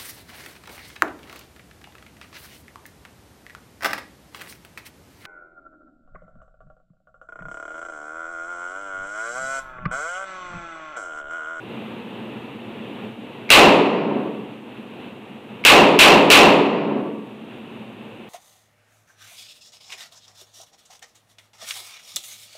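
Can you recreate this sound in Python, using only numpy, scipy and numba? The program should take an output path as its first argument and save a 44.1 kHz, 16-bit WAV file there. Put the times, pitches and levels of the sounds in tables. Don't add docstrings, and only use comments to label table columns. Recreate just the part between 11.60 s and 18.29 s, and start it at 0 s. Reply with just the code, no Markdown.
import sys
import numpy as np
from scipy import signal
from scipy.fft import rfft, irfft
from scipy.io import wavfile
from scipy.ndimage import uniform_filter1d
from numba import njit

SR = 44100
rng = np.random.default_rng(int(sys.argv[2]) if len(sys.argv) > 2 else 0)


def generate_wav(signal):
    frames = np.transpose(np.atleast_2d(signal))
    scaled = np.clip(frames, -1, 1) * 32767
    pcm = np.round(scaled).astype(np.int16)
    wavfile.write(sys.argv[1], SR, pcm)


N = 295029
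TIME = np.arange(N) / SR

# (frequency [Hz], relative level [dB])
VENT_TONE = [(30, -102), (55, -91), (80, -85.5), (115, -66.5), (170, -71.5), (218, -57.5), (270, -66),
             (440, -67.5), (620, -74.5), (900, -75.5), (1500, -84), (2600, -86.5), (3700, -89),
             (5200, -114)]
# (time [s], level change [dB])
AIR_SWELL = [(0, 3), (1.0, 4), (1.8, 2.5), (3.1, 0), (3.9, -0.5), (5.9, -1.5), (6.7, 1)]
# (frequency [Hz], level [dB per Hz])
MIC_HISS = [(3000, -112), (6000, -110), (8700, -108), (11000, -112), (15500, -115)]
# (frequency [Hz], relative level [dB], time to fade 60 dB [s], build-up [s])
HALL_REVERB = [(50, -49, 0.6, .08), (89, -57, 1.2, .1), (130.8, -23.5, 1.16, 0.11),
               (210, -17.5, 1.314, 0.14), (430, -10, 1.058, 0.11), (694, -14.5, 0.9, 0.1),
               (990, -15.5, 0.94, 0.088), (1420, -28, 0.9, 0.031), (2500, -27, 0.79, 0.027),
               (3960, -29, 0.67, 0.016), (5400, -45, .62, 0.0085), (7600, -41, 0.53, .01),
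               (10700, -48, 0.45, .01), (16000, -45.5, 0.31, .01)]
# (frequency [Hz], relative level [dB])
STANDING_WAVES = [(156.1, -42), (183.0, -49.5), (215.3, -23), (247.6, -49.5), (285.3, -23), (441.4, -40),
                  (570.6, -56), (656.8, -37.5), (732.1, -33), (915.2, -34.5), (1141, -37)]
# (frequency [Hz], gain [dB])
ECHO_TONE = [(60, -20.5), (200, -8), (450, 1), (1200, 2), (2700, 1.5), (4000, 0.5), (5500, -10),
             (9000, -29.5), (15000, -19)]
# (time [s], shot gain [dB], extra gain of the near echoes [dB])
SHOT_LIST = [(1.9033, -0.5, -4.5), (4.0506, -1, -4.5), (4.3903, -1.5, -2), (4.7024, -1, -3.5)]


def from_db(db):
    return 10 ** (np.asarray(db) / 20)


def look_up(hz, table, column=1):
    table = np.array(table, float)
    return np.interp(np.log(np.maximum(hz, 1)), np.log(table[:, 0]), table[:, column])


def white_noise(count):
    return rng.standard_normal(count) * np.sqrt(SR / 2)


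def shape_tone(x, table, size=8192):
    gains = from_db(look_up(np.fft.rfftfreq(size, 1 / SR), table))
    cepstrum = irfft(np.log(gains))
    cepstrum[1:size // 2] *= 2
    cepstrum[size // 2 + 1:] = 0
    response = irfft(np.exp(rfft(cepstrum)))
    return signal.fftconvolve(x, response)[:len(x)]


def fade(t, t60):
    return np.exp(-np.log(1000) * t / t60)


def add(out, start_s, x):
    i = int(start_s * SR)
    out[i:i + len(x)] += x[:N - i]


def ventilation(flutter_db=1.27, smooth_samples=5000):
    drift = uniform_filter1d(rng.standard_normal(N), smooth_samples)
    drift = uniform_filter1d(drift, smooth_samples)
    swell_db = np.interp(TIME, *np.transpose(AIR_SWELL))
    return shape_tone(white_noise(N), VENT_TONE) * from_db(swell_db + flutter_db * drift / drift.std())


def hall_reverb(standing_db=24, standing_t60=1.357, standing_build_s=0.17):
    t = TIME[:2 * SR]
    octave = np.log2(np.maximum(np.fft.rfftfreq(len(t), 1 / SR), 1))
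    spectrum, reverb = rfft(white_noise(len(t))), 0
    for centre in np.arange(5, 14.2, .25):
        hz = 2 ** centre
        band = irfft(spectrum * np.maximum(1 - 4 * abs(octave - centre), 0))
        db, t60, build_s = (look_up(hz, HALL_REVERB, column) for column in (1, 2, 3))
        build = 1 - np.exp(-(t / build_s) ** 2)
        reverb = reverb + band * from_db(db) * fade(t, t60) * build
    tones = sum(from_db(db) * np.sin(2 * np.pi * (hz * t + rng.random())) for hz, db in STANDING_WAVES)
    build = 1 - np.exp(-(t / standing_build_s) ** 2)
    return reverb + from_db(standing_db) * tones * fade(t, standing_t60) * build


def near_echoes(gain_db=17, per_second=700, scatter_gain=0.56, t60=.42):
    t = TIME[:SR // 2]
    chance = per_second / SR
    slaps = (rng.random(len(t)) < chance) * rng.standard_normal(len(t)) / np.sqrt(chance)
    scatter = scatter_gain * rng.standard_normal(len(t))
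    return from_db(gain_db) * shape_tone(slaps + scatter, ECHO_TONE) * fade(t, t60)


def hammer_click(ring_hz=2230, ring_db=-20, ring_t60=.025, snap_db=-28, snap_t60=0.1):
    t = TIME[:SR // 10]
    ring = from_db(ring_db) * np.sin(2 * np.pi * ring_hz * t) * fade(t, ring_t60)
    snap = from_db(snap_db) * shape_tone(rng.standard_normal(len(t)), ECHO_TONE) * fade(t, snap_t60)
    return ring + snap


def muzzle_blast(gain_db=36, push_s=0.000099):
    progress = TIME[:SR // 100] / push_s
    return from_db(gain_db) * (1 - progress) * np.exp(-progress)


def scene(hammer_lead_s=0.011):
    out, reverb = ventilation(), hall_reverb()
    for start_s, shot_db, echo_db in SHOT_LIST:
        add(out, start_s - hammer_lead_s, hammer_click())
        add(out, start_s, from_db(shot_db) * muzzle_blast())
        add(out, start_s, from_db(shot_db + echo_db) * near_echoes())
        add(out, start_s, from_db(shot_db) * reverb)
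    return out[None]


def microphone(x, ring_hz=2680, width_hz=420, ring_db=5):
    b, a = signal.iirpeak(ring_hz, ring_hz / width_hz, fs=SR)
    return x + from_db(ring_db) * signal.lfilter(b, a, x) + shape_tone(white_noise(N), MIC_HISS)


@njit
def gain_control(x, threshold=0.39, deepest_db=12.0, down_db_per_s=6000.0, up_db_per_s=36.2):
    cut_db, out = 0., np.empty(len(x))
    for i in range(len(x)):
        if abs(x[i]) * 10 ** (-cut_db / 20) > threshold:
            cut_db = min(cut_db + down_db_per_s / SR, deepest_db)
        else:
            cut_db = max(cut_db - up_db_per_s / SR, 0.)
        out[i] = x[i] * 10 ** (-cut_db / 20)
    return out


def record(dry, ceiling=.71, hardness=2.93, top_hz=15500):
    x = gain_control(microphone(dry[0]))
    x = x / (1 + abs(x / ceiling) ** hardness) ** (1 / hardness)
    low_pass = signal.ellip(10, .1, 80, top_hz, fs=SR, output="sos")
    return signal.sosfiltfilt(low_pass, x)[None]


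dry = scene()
out = record(dry)
generate_wav(out)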